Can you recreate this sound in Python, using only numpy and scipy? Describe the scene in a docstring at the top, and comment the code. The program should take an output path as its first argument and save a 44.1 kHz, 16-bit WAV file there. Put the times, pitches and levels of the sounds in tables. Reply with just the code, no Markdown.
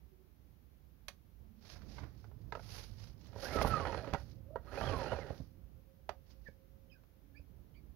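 """A small plastic-cased generator on grass beside a caravan is pulled twice by its recoil starter and never fires.
Rope hisses as filtered friction clicks, reel and flywheel whine at speed-following pitches, gear chatters as clumped
clicks, and the engine thuds as low noise. A man clicks the switch as a struck casing, rustles his clothes and scuffs
the grass; a knob clacks and thin gliding squeaks follow. Low rumble and faint narrow-band drones lie under it all.
Two microphones hear the scene mostly on the right."""
import sys
import numpy as np
from scipy import signal
from scipy.fft import rfft, irfft
from scipy.io import wavfile

SR = 44100
rng = np.random.default_rng(int(sys.argv[2]) if len(sys.argv) > 2 else 0)


def store_wav(level_fs):
    """Save 16-bit WAV to argv[1]."""
    pcm = np.round(np.clip(np.atleast_2d(level_fs), -1, 1) * 32767)
    wavfile.write(sys.argv[1], SR, pcm.T.astype(np.int16))


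N = 350815
TIME = np.arange(N) / SR   # s
# All levels in dB are relative: scene() balances the sources afterwards.


def from_db(db):
    """Logarithmic level: decibels become an amplitude gain."""
    return 10 ** (np.asarray(db) / 20)


def rms_one(x):
    """Normalisation: scale a signal to rms 1."""
    return x / np.sqrt(np.mean(x ** 2) + 1e-20)


def drift(rate):
    """Random modulation: straight lines join random values of spread 1, drawn rate times a second."""
    knots = rng.standard_normal(16000)
    return np.interp(TIME * rate, np.arange(len(knots)), knots) * np.sqrt(3 / 2)


def colour(x, points, tilt_db=0):
    """Minimum-phase filtering through (Hz, dB) points, tilted in dB per octave about 1 kHz."""
    size = 8192
    bin_hz = np.arange(size // 2 + 1) * SR / size
    octave = np.log2(np.maximum(bin_hz, 10) / 1000)
    hz, db = np.transpose(points)
    db = np.interp(octave, np.log2(hz / 1000), db) + tilt_db * np.clip(octave, -1, 3)
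    # folding the cepstrum onto positive times makes the filter causal
    cepstrum = irfft(np.log(from_db(db)))
    cepstrum[1:size // 2] *= 2
    cepstrum[size // 2 + 1:] = 0
    response = irfft(np.exp(rfft(cepstrum)))
    return signal.oaconvolve(x, response)[:len(x)]


def noise(points):
    """Spectral shaping: white noise is coloured and set to rms 1."""
    return rms_one(colour(rng.standard_normal(N), points))


def grains(per_s, spread_db):
    """Shot noise: clicks of uneven size and random sign at random times."""
    excess = np.minimum(rng.exponential(1, N), 4)
    sizes = from_db(spread_db * excess) * rng.choice([-1, 1], N)
    return sizes * (rng.random(N) < per_s / SR)


def ringing(x, modes):
    """Modal resonance: a part rings in parallel two-pole resonators of alternating sign."""
    out = 0
    for k, (hz, width, db) in enumerate(modes):
        r = np.exp(-np.pi * width / SR)
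        poles = [1, -2 * r * np.cos(2 * np.pi * hz / SR), r * r]
        mode = (1 - r * r) / 2 * signal.lfilter([1, 0, -1], poles, x + 1e-18)
        out = out + (-1) ** k * from_db(db) * mode
    return out


def add(track, s, sound):
    """Superposition: mix a sound into the track at a time."""
    start = max(int(round(s * SR)), 0)
    track[start:start + len(sound)] += sound[:N - start]


def swell(peak, rise, fall, shape):
    """Envelope: 1 at the peak, a tenth one rise before and one fall after; shape 1 is pointed, 2 round."""
    away = np.maximum((peak - TIME) / rise, (TIME - peak) / fall)
    return from_db(-20 * np.minimum(away ** shape, 10))


def gate(start, end, fade):
    """Gating: gain 1 between two times, with linear edges."""
    return np.clip(np.minimum(TIME - start, end - TIME) / fade + .5, 0, 1)


def whine(hz, jitter, flutter_db, octave_db):
    """Rotational tone: phase sums the speed, so pitch follows it, a little unsteadily, with an octave above."""
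    phase = 2 * np.pi * np.cumsum(hz * (1 + jitter * drift(500))) / SR
    tone = np.sin(phase) + from_db(octave_db) * np.sin(2 * phase)
    return np.sqrt(2) * from_db(flutter_db * drift(120)) * tone


# faint far-off drones: start_s, end_s, pitch_hz, level_db
DRONES = [(0, 0.3, 374, -71.5), (1.35, 1.74, 215.5, -65), (1.7, 4.86, 106.4, -55.5), (2.6, 7.95, 534, -75),
          (7.15, 7.5, 274, -69)]


def drones(width_hz=30.0):
    """Amplitude modulation: a random complex envelope widens each carrier to a narrow band that swells and fades."""
    out = np.zeros(N)
    for start, end, hz, db in DRONES:
        count = int((end - start) * SR)
        envelope = drift(width_hz) + 1j * drift(width_hz)
        tone = np.real(envelope * np.exp(2j * np.pi * hz * TIME))
        add(out, start, from_db(db) * signal.windows.tukey(count) * rms_one(tone)[:count])
    return out


# spells of low rumble while the man moves about: start_s, length_s, level_db
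RUMBLES = [(1.387, .1, -56), (1.7, 3.75, -53.5), (1.828, 0.13, -47.5), (2.45, .06, -50), (5.55, .27, -58),
           (7.48, .5, -57.5)]
BREEZE_DB, RUMBLE_FADE_S = -59.5, .05


def rumble_level(gust_db=0.7, gusts_per_s=4.3):
    """Power addition: a slightly gusty breeze, with louder spells on top."""
    breeze = from_db(BREEZE_DB + gust_db * drift(gusts_per_s))
    spells = sum((from_db(db) * gate(start, start + length, RUMBLE_FADE_S)) ** 2
                 for start, length, db in RUMBLES)
    return np.sqrt(breeze ** 2 + spells)


# spectrum of the low rumble: frequency_hz, density_db (per Hz)
RUMBLE_COLOUR = [(20, -25), (35, -7), (52, 3.5), (75, -1), (110, -7.5), (165, -10), (230, -15.5),
                 (400, -23), (700, -32.5), (2000, -50.5), (8000, -77.5)]


def rumble(level):
    """Low-frequency turbulence: fresh low noise follows the given level."""
    return level * noise(RUMBLE_COLOUR)


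# spectrum of the steady background hiss: frequency_hz, density_db (per Hz)
AIR_COLOUR = [(50, 2.5), (300, 10), (700, 5), (1200, 3), (2500, -1), (6000, -6), (9000, -11), (12000, -0.5),
              (15500, 1)]


def air():
    """Uncorrelated noise: each channel has its own steady background hiss."""
    return np.array([noise(AIR_COLOUR), noise(AIR_COLOUR)])


# blows on the casing from switch, handle, pawls and piston: start_s, level_db, tilt_db (per octave), thump_db
KNOCKS = [(1.083, -43, 8, -61), (2.243, -58.5, -6, -68), (2.314, -64, -8, -63), (2.523, -40.5, -1, -51),
          (2.552, -42, -1, -48.5), (2.572, -48.5, -13.5, -50), (2.594, -52, -3, -53),
          (3.27, -66.5, 9.5, -80), (3.361, -48.5, -12, -47), (3.557, -34.5, -17, -33.5),
          (3.586, -38, -1, -35), (3.614, -30, -1.5, -37), (3.648, -31, -5.5, -28.5), (3.671, -39, -4, -43),
          (3.799, -38.5, -3, -44), (3.852, -37.5, -3.5, -40.5), (3.869, -38, -8, -43),
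          (3.926, -40.5, -3.5, -46), (3.946, -40.5, -2, -60), (4.045, -49, -2, -56), (4.074, -48, 0, -47),
          (4.129, -49, -4.5, -35), (4.136, -35.5, 2, -33.5), (4.146, -34.5, -3.5, -36),
          (4.558, -36, -10.5, -67), (4.775, -40, -12, -50), (4.812, -38.5, -4, -39),
          (4.838, -40.5, -1.5, -38), (4.935, -38.5, -5, -44), (5.118, -34, -11, -37.5),
          (5.13, -36.5, -9, -36.5), (5.186, -41, -12, -55), (5.303, -42, -14, -37.5),
          (5.4, -57, -19, -40.5), (6.092, -36.5, 0.5, -79), (6.485, -56.5, -15, -50.5),
          (7.036, -71.5, 0, -87), (7.394, -65, -16, -48.5)]
# resonances of the casing: frequency_hz, width_hz, level_db
CASING = [(245, 36, -5), (387.4, 62, -3.5), (474, 45, -2.5), (556, 44, 3), (803, 52, -2), (975, 45, -9.5),
          (1226, 110, -9), (1500, 210, -7.5), (1907, 33, -3.5), (2850, 150, -23), (4533, 110, -24.5)]
# spectrum of a blow's contact noise: frequency_hz, density_db (per Hz)
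KNOCK_COLOUR = [(120, -24.5), (300, -13.5), (480, 1), (850, 0), (1300, -2.5), (2100, -6.5), (2900, -16.5),
                (4200, -18.5), (6000, -24.5), (9000, -39.5), (15000, -41.5)]
# spectrum of the heavy low thump: frequency_hz, density_db (per Hz)
THUMP_COLOUR = [(25, -17), (50, 0.5), (75, 3), (140, -2), (210, -10), (280, -10), (600, -32.5),
                (3000, -67.5)]
BUZZ_S = .034   # loose plastic falls 60 dB in this time


def knocks(crack=3.6, ring_db=0.0, thump_t60=0.05, gain_db=0.0):
    """Impact excitation: a crack and a brief plastic buzz ring the casing; heavy blows rock the whole machine."""
    out, t = np.zeros(N), TIME[:8192]
    window = .01 * SR
    for s, db, tilt_db, thump_db in KNOCKS:
        buzz, shove = rng.standard_normal((2, len(t)))
        contact = buzz * from_db(-60 * t / BUZZ_S) + crack * (t == 0)
        body = colour(contact, KNOCK_COLOUR, tilt_db) + from_db(ring_db) * ringing(contact, CASING)
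        thump = colour(shove * from_db(-60 * t / thump_t60), THUMP_COLOUR)
        blow = from_db(db + gain_db) * rms_one(body) + from_db(thump_db) * rms_one(thump)
        # each level is the rms of the blow's energy packed into 10 ms
        add(out, s, blow * np.sqrt(window / len(t)))
    return out


# swishes of cloth and rope: peak_s, length_s, hiss_db, sheen_db
SWISHES = [(1.719, 0.21, -60.5, -73), (1.948, 0.34, -65.5, -79), (2.2, 0.3, -76, -92),
           (2.413, 0.15, -82, -97), (2.767, .36, -54.5, -63), (3.042, .26, -65, -76.5),
           (3.255, 0.18, -68.5, -96), (3.453, 0.17, -52, -59), (3.55, 0.15, -55.5, -59.5),
           (3.627, 0.041, -47, -51), (3.682, .1, -55, -53), (4.206, .18, -67.5, -77),
           (4.302, 0.22, -75, -87), (4.823, .3, -67, -68), (4.98, 0.057, -71, -63.5),
           (5.038, 0.023, -53.5, -85), (5.363, 0.32, -70, -79), (6.311, 0.15, -74, -88),
           (6.471, 0.19, -79, -99.5)]
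# spectrum of sliding fibres: frequency_hz, density_db (per Hz)
HISS_COLOUR = [(150, -11), (500, 0.5), (1200, -5), (3500, -5), (4900, 1), (6200, -5), (7500, -16.5),
               (10000, -34), (15000, -38.5)]
# spectrum of their top sheen: frequency_hz, density_db (per Hz)
SHEEN_COLOUR = [(5000, -40), (8500, -10.5), (10300, -1), (12500, 0), (15500, -12.5)]
SWISH_RISE_SHARE = 0.53   # part of the length before the peak
ROPE_HISS_DB, ROPE_SHEEN_DB = -23, -43.5   # running rope, relative to the vigour of cranking


def sliding(hiss_db=4.5, sheen_db=-2.5, scratch_db=2.5, shape=1.3):
    """Stick-slip friction: fibres catch and let go by the thousand, all through each pull and in swishes."""
    hiss, sheen = from_db([[ROPE_HISS_DB], [ROPE_SHEEN_DB]]) * cranking()
    for peak, length, db, top_db in SWISHES:
        stroke = swell(peak, SWISH_RISE_SHARE * length, (1 - SWISH_RISE_SHARE) * length, shape)
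        hiss = np.hypot(hiss, from_db(db) * stroke)
        sheen = np.hypot(sheen, from_db(top_db) * stroke)
    fibres = grains(9000, 1.3) * from_db(scratch_db * drift(150))
    rasp = from_db(hiss_db) * hiss * rms_one(colour(fibres, HISS_COLOUR))
    return rasp + from_db(sheen_db) * sheen * noise(SHEEN_COLOUR)


# boots scuff the grass: peak_s, crunch_db, thud_db
STEPS = [(1.65, -61, -57), (1.759, -53.5, -60), (1.82, -59, -58), (1.986, -44.5, -48.5),
         (2.036, -52, -44.5)]


def steps(rise_s=0.016, fall_s=0.04, thud_s=0.051):
    """Granular fracture: each scuff is a short crunch of stalks and soil, with a thud in the ground."""
    crunch = sum(from_db(db) * swell(s, rise_s, fall_s, 0.54) for s, db, _ in STEPS)
    thud = sum(from_db(db) * swell(s, 2 * rise_s, thud_s, 1.8) for s, _, db in STEPS)
    stalks = rms_one(colour(grains(3000, 2.3), KNOCK_COLOUR))
    return crunch * stalks + thud * noise(THUMP_COLOUR)


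# full pulls of the starter:
# fastest_s, run_up_s, coast_s, stands_s (engine stands this long after fastest), clatter_db, thud_db
PULLS = [(3.62, .26, .6, 0.55, -37, -31), (4.868, 0.2, 0.52, 0.46, -38, -35.5)]
STOP_DB_PER_S = 119.5   # extra decay once the engine stands
THUD_LAG_S, THUD_RISE_S, THUD_FALL_S = 0.023, 0.2, 0.55   # hardest just after the fastest moment


def cranking():
    """Driven and damped rotation: each pull runs up, coasts down, and settles fast when the engine stands."""
    return sum(swell(peak, run_up, coast, 1.97)
               * from_db(db - STOP_DB_PER_S * np.maximum(TIME - peak - stands, 0))
               for peak, run_up, coast, stands, db, _ in PULLS)


def thudding():
    """Low-frequency radiation: the cranked engine pumps air and shakes on the ground."""
    gain = sum(from_db(db) * swell(peak + THUD_LAG_S, THUD_RISE_S, THUD_FALL_S, 0.85)
               for peak, *_, db in PULLS)
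    return gain * noise(THUMP_COLOUR)


# spectrum of the chattering gear: frequency_hz, density_db (per Hz)
CLATTER_COLOUR = [(100, -16.5), (220, -10.5), (420, -0.5), (700, -2), (950, -14), (1800, -12), (2600, -16),
                  (5000, -24.5), (8000, -39), (15000, -52.5)]
# thin ringing of the steel recoil spring: frequency_hz, width_hz, level_db
SPRING = [(2860, 33, -13), (4180, 12, -4.5), (4829, 22, -17), (10200, 16, -29.5)]


def clatter(per_s=1500, spread_db=3.0, lump_db=2.0, burst_db=1.5, ring_db=4.0, spring_db=1.5,
            gain_db=-3.0, rattle_per_s=55, rattle_db=14):
    """Repeated impacts: pawls, rope and valve gear chatter in clumps with harder rattles, ringing shell and spring."""
    clumps = from_db(lump_db * drift(160) + burst_db * drift(55))

    def chatter():
        """Superposed shot noise: clumped clicks and sparser, harder rattles."""
        return clumps * grains(per_s, spread_db) + from_db(rattle_db) * grains(rattle_per_s, 1)

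    dry, struck = chatter(), chatter()
    shell = from_db(ring_db) * ringing(struck, CASING)
    spring = from_db(spring_db) * ringing(struck, SPRING)
    body = colour(dry, CLATTER_COLOUR) + shell + spring
    return from_db(gain_db) * cranking() * rms_one(body)


# runs of the rope reel, speeding up and slowing at the same rate:
# fastest_s, run_up_s, run_down_s, start_hz, top_hz, level_db
REEL_RUNS = [(3.54, .125, 0.0198, 1157, 2304, -49.5), (4.57, 0.11, 0.016, 520, 670, -60),
             (4.86, .22, .07, 640, 3413, -57.5), (5.11, 0.092, 0.13, 2220, 2976, -58.5)]


def reel(fade_s=.045):
    """Speed-dependent radiation: the reel whirs roughly up to top speed and down, louder the faster it turns."""
    out = 0
    for fastest, run_up, run_down, start_hz, top_hz, db in REEL_RUNS:
        hz = np.maximum(top_hz - (top_hz - start_hz) * np.abs(TIME - fastest) / run_up, 0)
        running = gate(fastest - run_up + fade_s / 2, fastest + run_down, fade_s)
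        gain = from_db(db) * (hz / top_hz) ** .3 * running
        out = out + gain * whine(hz, jitter=.032, flutter_db=4.0, octave_db=-24)
    return out


# the rope drives the flywheel, then lets it coast: let_go_s, coast_s, pitch_hz, level_db, sing_s
SPINS = [(3.565, 0.081, 1320, -38, 0.063), (3.723, 0.39, 1331, -40, .12), (4.9, 0.372, 1191, -54.5, 0.18)]
SAG_HZ_PER_S = 2200   # friction slows the flywheel evenly
COAST_DB, COAST_DB_PER_S = -52, 17   # faint coasting whine and its decay


def flywheel(loudest_after_s=0.0209, fade_s=.03):
    """Frictional slowing: the fan holds its pitch while driven, sings as the rope lets go, then sinks and fades."""
    out = 0
    for let_go, coasts, top_hz, db, sings in SPINS:
        coasted = np.maximum(TIME - let_go, 0)
        singing = from_db(db) * swell(let_go + loudest_after_s, sings / 2, sings, 1.3)
        turning = gate(let_go - sings / 2, let_go + coasts, fade_s)
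        coasting = from_db(COAST_DB - COAST_DB_PER_S * coasted) * turning
        tone = whine(top_hz - SAG_HZ_PER_S * coasted, jitter=0.012, flutter_db=4.0, octave_db=-27.5)
        out = out + (singing + coasting) * tone
    return out


# thin squeaks: start_s, length_s, start_hz, end_hz, level_db, octave_db
SQUEAKS = [(6.453, 0.0416, 1880, 1600, -53.5, -35), (6.894, 0.02, 2900, 3170, -71, -30),
           (6.903, 0.052, 2600, 2400, -65, -7.5), (6.93, 0.066, 1715, 1400, -71, -24),
           (6.47, 0.026, 2250, 2330, -67, -30), (7.34, 0.029, 1640, 1800, -68.5, -30),
           (7.735, 0.027, 2700, 3500, -78, -30), (7.347, 0.0573, 2200, 2620, -62, -13.5),
           (7.734, 0.074, 2370, 2230, -70, -10.5)]


def squeaks(jitter, gain_db):
    """Frequency modulation: short gliding tones have a wavering pitch and an octave above."""
    out, waver = np.zeros(N), 1 + jitter * drift(400)
    for s, length, start_hz, end_hz, db, octave_db in SQUEAKS:
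        count = int(length * SR)
        hz = np.linspace(start_hz, end_hz, count) * waver[int(s * SR):][:count]
        phase = 2 * np.pi * np.cumsum(hz) / SR
        tone = np.sin(phase) + from_db(octave_db) * np.sin(2 * phase)
        add(out, s, from_db(db + gain_db) * np.sqrt(2) * np.hanning(count) * tone)
    return out


def scatter(x, t60):
    """Diffuse reverberation: dense, dying reflections from ground and caravan wall, at unit energy."""
    t = TIME[:12000]
    tail = rng.standard_normal(len(t)) * from_db(-60 * t / t60)
    return signal.oaconvolve(x, tail / np.linalg.norm(tail))[:N]


# response of the direct path to the shaded left microphone: frequency_hz, level_db
LEFT_DIRECT = [(60, -15.5), (150, -19), (400, -16), (1200, -16), (1800, -20.5), (2800, -28), (6400, -35),
               (9500, -6.5), (15000, -8.5)]
# response of the other paths to the left microphone: frequency_hz, level_db
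LEFT_SCATTER = [(100, -25.5), (400, -20), (1200, -14.5), (2000, -20.5), (4200, -25.5), (6400, -27),
                (9500, 5.5), (12000, -2), (15000, -3.5)]
PORT_LAG_S = .00009   # sound reaches the left microphone first


def scene(rumble_db=-0.5, thud_db=-3.0, gust_db=-23.5, air_db=-73.5, mix_db=3.5, wet_db=-8.5,
          yard_t60=0.14, squeak_wet_db=-5.5, machine_left_db=1.5, around_left_db=-5.5):
    """Acoustic shadowing: the right microphone is open; the left gets treble by other paths, with its own fine grain."""
    machine = clatter() + flywheel() + reel() + knocks()
    machine = machine + from_db(wet_db) * scatter(machine, yard_t60) + from_db(thud_db) * thudding()
    chirps = squeaks(jitter=0.029, gain_db=0.5)
    chirps = chirps + from_db(squeak_wet_db) * scatter(chirps, yard_t60)
    level = from_db(rumble_db) * rumble_level()
    around = chirps + sliding() + steps() + drones() + rumble(level)
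    left = colour(from_db(machine_left_db) * machine + from_db(around_left_db) * around, LEFT_DIRECT)
    left = left + colour(clatter() + knocks() + sliding(), LEFT_SCATTER)
    left = left + from_db(gust_db) * rumble(level)   # the breeze on its own port
    right = np.interp(TIME - PORT_LAG_S, TIME, machine + around)
    return from_db(mix_db) * np.array([left, right]) + from_db(air_db) * air()


# response of the two microphone ports: frequency_hz, level_db
PORT_COLOUR = [(6000, -0.5), (7000, -3.5), (8100, -11), (9300, -0.5), (10300, -1)]
CUTOFF_HZ = 15750


def record(dry):
    """Band limiting: the microphone ports notch the treble and a steep low-pass filter cuts the top."""
    ported = np.array([colour(channel, PORT_COLOUR) for channel in dry])
    low_pass = signal.ellip(12, .1, 80, CUTOFF_HZ, fs=SR, output="sos")
    return signal.sosfilt(low_pass, ported)


dry = scene()
out = record(dry)
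store_wav(out)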